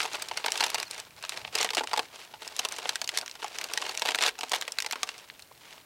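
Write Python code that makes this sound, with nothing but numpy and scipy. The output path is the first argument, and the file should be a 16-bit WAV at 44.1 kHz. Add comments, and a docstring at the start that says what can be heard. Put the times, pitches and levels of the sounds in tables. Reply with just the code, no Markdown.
"""A stiff paper bag, gathered around a corn stalk and pinned shut close to the microphone in a quiet garden.
Its creases snap: bursts of jerks drive the sheet in three bands, singly, in squeezes and as strays.
Hands and leaves rub the paper (noise and fine crackle), and a leaf squeaks once as a falling sine.
The hollow bag colours snaps and rubbing. Plants scatter all paper sound and the far garden edge echoes it.
Behind lie faint air noise and a far low drone."""
import sys
import numpy as np
from scipy import signal
from scipy.fft import rfft, irfft, next_fast_len
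from scipy.io import wavfile
from scipy.ndimage import map_coordinates

SR = 44100
rng = np.random.default_rng(int(sys.argv[2]) if len(sys.argv) > 2 else 0)


def log_audio(samples):
    """Write samples as a 16-bit WAV file to the path given in sys.argv[1]."""
    # one column per channel
    frames = np.atleast_2d(samples).T
    # limit to full scale, then quantise
    limited = np.clip(frames, -1, 1)
    pcm = np.round(limited * 32767).astype(np.int16)
    wavfile.write(sys.argv[1], SR, pcm)


N = 257984

# single creases that stand out: start_s, sheet_db (crack of the sheet, rms over 10 ms),
# hollow_db (low pop of the bag, re sheet), crisp_db (bright click, re sheet)
SINGLE_CREASES = [(.003, -28.5, -14, -8), (.016, -40, -5.5, 2.5), (.029, -34.5, -9.5, -4),
                  (.053, -34.5, 2, -6), (.133, -41.5, -10.5, 3), (.144, -34, -3, -9), (.153, -36, -2.5, -4),
                  (.222, -37, -11, 4.5), (.286, -44, -7.5, 6.5), (.313, -35.5, 2.5, -10),
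                  (.373, -31, -9, 0.5), (.442, -31, -1.5, -15), (.461, -28.5, -3, -1.5),
                  (.482, -29.5, -3, -10), (.52, -32.5, -13, 5.5), (.556, -33, -8, -6), (.576, -35, -9, 2.5),
                  (.606, -23.5, -7, -2.5), (.638, -24, -10, -4), (.664, -35, -3.5, 1.5),
                  (.702, -35.5, -25, 1), (.745, -32.5, 2, 5.5), (.755, -31, -8.5, -14),
                  (.782, -34.5, -5, -4), (.8, -37, -10, 4), (.829, -34, -12, -1.5), (.911, -45, -17, 10),
                  (1.0, -52.5, -4, 14), (1.226, -43.5, -15.5, -1), (1.238, -37, -5, -19),
                  (1.25, -38, -19.5, -5), (1.294, -36, -30, 4), (1.321, -38.5, -13.5, -10),
                  (1.374, -36, -13, -4), (1.448, -35.5, -7, -28), (1.477, -42.5, -4.5, -9),
                  (1.553, -29, -8.5, 3), (1.611, -30.5, -2.5, 3.5), (1.629, -29, -9, -0.5),
                  (1.646, -29, -1, -1), (1.69, -32.5, -18, -11), (1.705, -31.5, -9, -2.5),
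                  (1.734, -35, -3, -3), (1.749, -37.5, -5, 8.5), (1.77, -30.5, 3, -2),
                  (1.78, -26, -4.5, -9), (1.808, -39, 10, -6), (1.836, -40, 6, 1),
                  (1.873, -36.5, -21.5, -4), (1.913, -38.5, -1.5, -11), (1.933, -29.5, 5, -1.5),
                  (1.963, -37.5, -12, -5), (1.975, -30, 3.5, -2), (1.993, -27, -1, -7),
                  (2.338, -44.5, 2.5, -16), (2.477, -45, -17.5, 8), (2.565, -45, -17.5, 8),
                  (2.592, -27.5, -8.5, 1.5), (2.65, -27.5, -7, -3), (2.687, -54, -8, 17.5),
                  (2.723, -40, -15, 4.5), (2.785, -38, -2, -1), (2.856, -36.5, 2.5, -13),
                  (2.892, -26.5, -11, 0), (2.957, -31, -29.5, 0), (3.016, -32, -7, 1), (3.043, -45, -5, 9),
                  (3.076, -39.5, -23, 6), (3.091, -28.5, -27, -5), (3.174, -29, -13.5, 4.5),
                  (3.186, -36, -9, 6), (3.213, -41.5, -23, 4), (3.229, -55, 12.5, -9),
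                  (3.261, -44.5, -19.5, 3.5), (3.279, -40.5, -24.5, -1), (3.296, -47, -11, -1),
                  (3.313, -47.5, -23.5, 7), (3.354, -47, -2.5, -0.5), (3.427, -38, -1, -9),
                  (3.444, -39.5, 8, 0), (3.586, -36, -26.5, 2), (3.613, -36.5, -15.5, -2),
                  (3.641, -37.5, -9.5, 4.5), (3.736, -36, -19, 5), (3.775, -27, -13, -2),
                  (3.822, -34.5, -4, -12), (3.865, -38, -6, -4), (3.893, -35, -3, -1.5),
                  (3.95, -40, -18, -0.5), (3.975, -35, -30, 4), (3.996, -40.5, -15.5, 5),
                  (4.02, -27, -4.5, -4), (4.053, -31, -0.5, -3.5), (4.088, -25.5, -5, -8),
                  (4.147, -25.5, -9.5, -7), (4.155, -35, -3, 1.5), (4.187, -28, -8, -7),
                  (4.224, -25.5, -11, -2), (4.237, -24.5, -11.5, -3.5), (4.263, -25.5, -13, -1.5),
                  (4.281, -27, -9, -6), (4.389, -41, 0, 2), (4.409, -35, -10.5, -1.5),
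                  (4.433, -33.5, 0, -5.5), (4.495, -53, -13, 12), (4.518, -30, -1.5, 1),
                  (4.534, -25.5, -4, -6.5), (4.613, -37, -25, 3), (4.623, -33, -13, -7),
                  (4.679, -34, -6.5, -4.5), (4.721, -48, -22.5, 14), (4.786, -25.5, -17.5, -4.5),
                  (4.803, -32.5, -30, 0), (4.823, -36.5, -18.5, 3), (4.846, -37.5, -4, -6),
                  (4.863, -33, -8, -1), (4.911, -34, -25.5, 0), (4.924, -36, -14.5, 3),
                  (4.931, -32.5, -2.5, -10), (4.957, -39, -1.5, -7), (5.032, -28, -6.5, 1),
                  (5.09, -33.5, -12.5, -4.5), (5.18, -55, -15, 8.5), (5.3, -41.5, -17, -23),
                  (5.394, -50, -14.5, -2), (5.423, -56, -18.5, 8), (5.512, -62, 12, -5)]
# squeezes that crush many creases in a row: start_s, length_s, sheet_db
CRUSHING_SQUEEZES = [(.618, .025, -31), (1.572, .035, -34.5), (1.774, .025, -32), (4.059, .06, -35.5),
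                     (4.206, .09, -32), (4.534, .028, -34)]
# spectrum of a buckling crease: frequency_hz, level_db (per Hz, relative)
CREASE_SPECTRUM = [(71, -49), (120, -8), (170, -23.5), (246, -13), (385, -10), (436, -4), (557, -6.5),
                   (856, 1), (1190, -5), (2700, 0), (4590, -4), (8480, -13), (10200, -18.5), (13900, -26.5),
                   (16000, -32)]
# resonances of the air in the bag: centre_hz, width_hz, lift_db
BAG_RESONANCES = [(467, 74, -1), (760, 71, 0.5), (897, 32, 1.5)]
# hands and leaves sliding over the paper: middle_s, length_s, level_db
RUBBING_STROKES = [(.01, 0.091, -34.5), (0.156, 0.11, -42.5), (0.345, 0.31, -46.5), (0.45, 0.086, -51),
                   (.61, 0.19, -39.5), (0.783, 0.11, -42.5), (.96, 0.095, -44), (1.344, 0.16, -46),
                   (1.607, 0.084, -36), (1.77, 0.1, -45.5), (1.96, 0.14, -46), (2.155, 0.036, -46.5),
                   (2.225, 0.062, -49.5), (2.432, 0.036, -43.5), (2.62, .22, -46), (2.836, 0.19, -42.5),
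                   (3.154, 0.098, -44), (3.446, 0.059, -43.5), (3.593, .13, -42.5), (3.834, 0.21, -40.5),
                   (4.066, 0.11, -40.5), (4.235, 0.075, -35), (4.435, 0.045, -50.5), (4.556, 0.15, -44.5),
                   (4.88, 0.61, -52.5), (5.064, 0.13, -49), (5.702, .17, -52)]
# spectrum of sliding paper: frequency_hz, level_db (per Hz, relative)
SLIDING_SPECTRUM = [(120, -8), (220, -14), (400, -5.5), (600, -4.5), (870, -2.5), (1200, -6), (2200, -1.5),
                    (4500, -5), (8800, -14), (11000, -20), (16000, -35)]
# a leaf slipping on the paper: time_s, pitch_hz, level_db
LEAF_SQUEAK = [(.853, 4800, -68), (.862, 4470, -55), (.872, 4280, -46), (.881, 4150, -53),
               (.885, 4100, -71)]
# decay of the scatter from the plants: frequency_hz, t60_s
PLANT_DECAY = [(200, 0.32), (2000, 0.051), (12000, 0.055)]
# spectrum of still garden air: frequency_hz, level_db (per Hz, relative)
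AIR_SPECTRUM = [(15, -27), (40, -10.5), (145, -13.5), (300, -10), (600, -12.5), (2800, -18.5), (6200, -22),
                (8500, -20.5), (16000, -20)]
# far low drone: time_s, level_db (before its wavering)
DRONE_LEVEL = [(0, -69), (.9, -71.5), (1.15, -64), (1.48, -62), (1.6, -69.5), (5.1, -82.5), (5.4, -70.5),
               (5.85, -70)]

HOLLOW_HZ, CRISP_HZ = 1300, 4500  # edges between the hollow, sheet and crisp bands
# running time of a crease of typical strength and hollowness 0; that strength; longest run
RUN_S, TYPICAL_DB, LONGEST_RUN_S = .0058, -34, .0058
RUN_HOLLOW_DB, RUN_STRENGTH_DB = 10, 25.5  # rise in hollowness or in strength that doubles the run
CRUSH_GAP_S, CRUSH_SCATTER_DB = 0.0083, 1.5  # mean gap between crushed creases; spread of strength
CRUSH_HOLLOW_DB, CRUSH_CRISP_DB = -8, -4.5
STRAY_DB, STRAY_SCATTER_DB = -1.5, 1.53  # strength of stray creases, relative to the rubbing level
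STRAY_HOLLOW_DB, STRAY_CRISP_DB = -9, -3.5
COLOUR_SCATTER_DB = 3  # spread of hollowness and crispness among crushed or stray creases
# faint rubbing of the held bag, until the hand leaves it
HOLD_DB, LET_GO_S, RELEASE_DB_PER_S = -56.5, 5.24, 33.5
BODY_DB, SURFACE_DB = -5.5, -1.5  # share of the rubbing in the bag's body and in its surface hiss
TOP_HZ = 15950  # upper band limit at the microphone


def snaps(creases, size=4096):
    """Every jerk clicks and shakes the sheet; hollow, strong creases run longer, up to a limit."""
    start_s, sheet_db, hollow_db, crisp_db = creases.T
    doublings = hollow_db / RUN_HOLLOW_DB + (sheet_db - TYPICAL_DB) / RUN_STRENGTH_DB
    run_s = np.minimum(RUN_S * 2 ** doublings, LONGEST_RUN_S)
    t, hz = np.arange(size) / SR, np.fft.rfftfreq(size, 1 / SR)
    lead_s = .003  # room for the warning tick
    jerks = slips(run_s, lead_s, first=2.33, warning=0.13, scatter_db=4, count=9)
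    # a short crease barely stirs the sheet
    stirred = np.sqrt(np.minimum(np.abs(run_s) / 0.001, 1))[:, None]
    colour = amp(along(CREASE_SPECTRUM, hz)) * bag(hz)
    colour = colour * facets(hz, creases, depth_db=2.5) * above(hz, 243, order=3)
    # some creases break more sharply: the top treble varies from one to the next
    sharpness_db = 2.3 * rng.standard_normal((len(start_s), 1))
    colour = colour * amp(sharpness_db * above(hz, 13700))

    def band(gain, level_db, t60, ring_db):
        """The jerks plus the noisy shaking they leave, in one band at its own level."""
        decay_power = amp(-60 * t / t60) ** 2
        kernel = decay_power[None] / decay_power.sum()
        shaking_power = signal.fftconvolve(jerks ** 2, kernel, axes=1)[:, :size]
        shaking = np.sqrt(np.abs(shaking_power))
        drive = jerks + amp(ring_db) * stirred * shaking * rng.standard_normal(jerks.shape)
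        wave = unit(irfft(rfft(drive) * causal(colour * gain)))
        # levels are rms over 10 ms
        return wave * amp(level_db)[:, None] * np.sqrt(.01 * SR / size)

    hollow_gain = below(hz, HOLLOW_HZ)
    sheet_gain = above(hz, HOLLOW_HZ) * below(hz, CRISP_HZ)
    crisp_gain = above(hz, CRISP_HZ)
    waves = band(hollow_gain, sheet_db + hollow_db, t60=0.032, ring_db=0.5)
    waves += band(sheet_gain, sheet_db, t60=0.028, ring_db=-5)
    waves += band(crisp_gain, sheet_db + crisp_db, t60=0.034, ring_db=-8)
    first_sample = np.maximum(np.round((start_s - lead_s) * SR).astype(int), 0)
    where = first_sample[:, None] + np.arange(size)
    return np.bincount(where.ravel(), waves.ravel(), N)[:N]


def slips(run_s, lead_s, first, warning, scatter_db, count=7, size=4096):
    """A crease ticks faintly under strain, gives way at once, then runs on in a few uneven jerks."""
    when = rng.uniform(0, 1, (len(run_s), count)) * run_s[:, None]
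    push = amp(scatter_db * rng.standard_normal(when.shape)) * rng.choice([-1, 1], when.shape)
    when[:, 0], push[:, 0] = 0, first
    when[:, 1] = -lead_s * rng.random(len(run_s))
    push[:, 1] *= warning
    train = np.zeros((len(run_s), size))
    sample = np.clip((when + lead_s) * SR, 0, size - 1).astype(int)
    np.add.at(train, (np.arange(len(run_s))[:, None], sample), push)
    return train


def facets(hz, creases, depth_db, count=48):
    """Each crease frees a facet of its own shape, with its own random peaks and dips."""
    knots = rng.standard_normal((len(creases), count))
    place = np.sqrt(hz / hz[-1]) * (count - 1)
    shapes = [map_coordinates(row, [place], mode="nearest") for row in knots]
    return amp(depth_db * np.array(shapes))


def bag(hz):
    """The hollow of the bag lifts a few broad resonances."""
    return amp(sum(db / (1 + (2 * (hz - centre) / width) ** 2) for centre, width, db in BAG_RESONANCES))


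def crushed(count=12):
    """A squeeze breaks crease after crease at an uneven pace; columns as in SINGLE_CREASES."""
    rows = []
    for start_s, length_s, sheet_db in CRUSHING_SQUEEZES:
        delay_s = (np.arange(count) + rng.random(count)) * CRUSH_GAP_S
        spread_db = [CRUSH_SCATTER_DB, COLOUR_SCATTER_DB, COLOUR_SCATTER_DB]
        chance_db = rng.standard_normal((count, 3)) * spread_db
        levels_db = chance_db + [sheet_db, CRUSH_HOLLOW_DB, CRUSH_CRISP_DB]
        rows.append(np.column_stack([start_s + delay_s, levels_db])[delay_s < length_s])
    return np.vstack(rows)


def strays(slide_db, count=170):
    """Small creases give way at random, stronger where the rubbing is; columns as in SINGLE_CREASES."""
    at = ((np.arange(count) + rng.random(count)) * (N - 1) / count).astype(int)
    strength, hollow, crisp = rng.standard_normal((count, 3)).T
    sheet_db = slide_db[at] + STRAY_DB + STRAY_SCATTER_DB * strength
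    hollow_db = STRAY_HOLLOW_DB + COLOUR_SCATTER_DB * hollow
    crisp_db = STRAY_CRISP_DB + COLOUR_SCATTER_DB * crisp
    return np.column_stack([at / SR, sheet_db, hollow_db, crisp_db])


def rubbing(slide_db):
    """Sliding paper hisses softly; the harder it is worked, the more of its sound is fine crackle."""
    grip_db = 2.2 * wobble(70)  # the fingers catch and slide
    worked = np.clip(0.69 + 0.011 * (slide_db + 44.5), .3, .9)  # share of crackle in the power

    def friction(rate, spread_db, t60):
        """Crackle and steady hiss, mixed by how hard the paper is worked."""
        hiss = rng.standard_normal(N)
        return np.sqrt(worked) * crackle(rate, spread_db, t60) + np.sqrt(1 - worked) * hiss

    def paper(hz):
        """Gain of the sliding paper."""
        return amp(along(SLIDING_SPECTRUM, hz))

    body = filtered(friction(rate=150, spread_db=3.0, t60=0.04),
                    lambda hz: paper(hz) * bag(hz) * below(hz, HOLLOW_HZ) * above(hz, 232, order=3))
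    # broad wrinkles tick dully, narrow ones brightly and more briefly
    broad = filtered(friction(rate=230, spread_db=3, t60=0.013), lambda hz: below(hz, CRISP_HZ, order=2))
    narrow = filtered(friction(rate=230, spread_db=1.0, t60=0.011), lambda hz: above(hz, CRISP_HZ, order=2))
    surface = filtered(broad + narrow, lambda hz: paper(hz) * above(hz, HOLLOW_HZ))
    mix = amp(BODY_DB) * unit(body) + amp(SURFACE_DB) * unit(surface)
    return amp(slide_db + grip_db) * mix


def crackle(rate, spread_db, t60, size=1024):
    """Tiny wrinkles pop at random, rate a second, many weak and a few strong, as decaying noise."""
    sizes = amp(spread_db * np.minimum(rng.exponential(size=N), 3.5))
    pops = (rng.random(N) < rate / SR) * sizes
    decay = amp(-60 * np.arange(size) / SR / t60)
    power = signal.fftconvolve(pops ** 2, decay ** 2)[:N]
    return unit(np.sqrt(np.abs(power)) * rng.standard_normal(N))


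def sliding_db():
    """Each stroke swells and fades as a bell, above the faint rubbing of the held bag."""
    t = np.arange(N) / SR
    held = amp(HOLD_DB - RELEASE_DB_PER_S * np.maximum(t - LET_GO_S, 0))
    stroke_power = 0
    for middle_s, length_s, level_db in RUBBING_STROKES:
        bell = np.exp(-(2 * (t - middle_s) / length_s) ** 2 / 2)
        stroke_power = stroke_power + (amp(level_db) * bell) ** 2
    return 10 * np.log10(held ** 2 + stroke_power)


def squeak():
    """A leaf sticks and slips on the paper in a thin falling note, a gliding sine."""
    pitch_hz, level_db = curves(LEAF_SQUEAK)
    t = np.arange(N) / SR
    sounding = (t > LEAF_SQUEAK[0][0]) & (t < LEAF_SQUEAK[-1][0])
    tone = np.sqrt(2) * np.sin(2 * np.pi * np.cumsum(pitch_hz) / SR)
    return sounding * amp(level_db) * tone


def garden_answer(x, scatter_db, echo_db, echo_s, echo_t60):
    """Plants scatter the sound; the far edge of the garden sends back a smeared echo."""
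    hz, t, z = signal.stft(rng.standard_normal(SR // 2), SR, nperseg=256)
    decay = amp(-60 * t / along(PLANT_DECAY, hz)[:, None])
    scatter = signal.istft(z * decay, SR, nperseg=256)[1]
    late_s = np.arange(len(scatter)) / SR - echo_s
    echo = rng.standard_normal(len(late_s)) * (late_s > 0) * amp(-60 * np.abs(late_s) / echo_t60)
    tail = (amp(scatter_db) * unit(scatter) + amp(echo_db) * unit(echo)) / np.sqrt(len(late_s))
    return filtered(signal.fftconvolve(x, tail)[:N], lambda hz: below(hz, 7200, order=1))


def outdoors():
    """Faint, nearly even air noise and a far, wavering low drone, both filtered noise."""
    air = unit(filtered(rng.standard_normal(N), lambda hz: amp(along(AIR_SPECTRUM, hz))))
    drone = unit(filtered(rng.standard_normal(N), lambda hz: above(hz, 81, order=3) * below(hz, 158, order=4)))
    air_db = -59.5 + 0.38 * wobble(1.27)
    drone_db = curves(DRONE_LEVEL)[0] + 2.1 * wobble(7.9)
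    return amp(air_db) * air + amp(drone_db) * drone


def amp(db):
    """Decibels to gain."""
    return 10 ** (np.asarray(db) / 20)


def unit(x):
    """Each row at rms 1."""
    return x / np.sqrt(np.mean(x ** 2, axis=-1, keepdims=True) + 1e-20)


def along(points, hz):
    """(Hz, value) points read on a log frequency axis."""
    f, v = np.transpose(points)
    return np.interp(np.log(hz + 1), np.log(f + 1), v)


def curves(rows):
    """One value per sample for each column after the time."""
    s, *cols = np.transpose(rows)
    return [np.interp(np.arange(N) / SR, s, c) for c in cols]


def wobble(rate):
    """A smooth random curve, rate knots a second."""
    knots = rng.standard_normal(int(N * rate / SR) + 4)
    return map_coordinates(knots, [np.arange(N) * rate / SR])


def filtered(x, response):
    """x shaped by a response of frequency."""
    size = next_fast_len(N + SR // 2)
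    return irfft(rfft(x, size) * response(np.fft.rfftfreq(size, 1 / SR)), size)[..., :N]


def causal(gain):
    """The minimum-phase response with this gain, which rings only after it is struck."""
    cepstrum = irfft(np.log(np.maximum(gain, 1e-5)))
    half = cepstrum.shape[-1] // 2
    cepstrum[..., 1:half] *= 2
    cepstrum[..., half + 1:] = 0
    return np.exp(rfft(cepstrum))


def below(hz, edge_hz, order=4):
    """Gain of a low-pass."""
    return 1 / np.sqrt(1 + (hz / edge_hz) ** (2 * order))


def above(hz, edge_hz, order=4):
    """Gain of the high-pass that completes it in power."""
    return np.sqrt(1 - below(hz, edge_hz, order=order) ** 2)


def scene():
    """The bag is straight ahead of the microphone, alike in both channels."""
    slide_db = sliding_db()
    garden = outdoors()
    creases = np.vstack([SINGLE_CREASES, strays(slide_db), crushed()])
    paper = rubbing(slide_db) + squeak() + snaps(creases)
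    answer = garden_answer(paper, scatter_db=-16, echo_db=-31.5, echo_s=0.044, echo_t60=0.17)
    mono = paper + answer + garden
    return np.array([mono, mono])


def record(dry):
    """The microphone side cuts off very steeply above its band limit."""
    return filtered(dry, lambda hz: below(hz, TOP_HZ, order=90))


dry = scene()
out = record(dry)
log_audio(out)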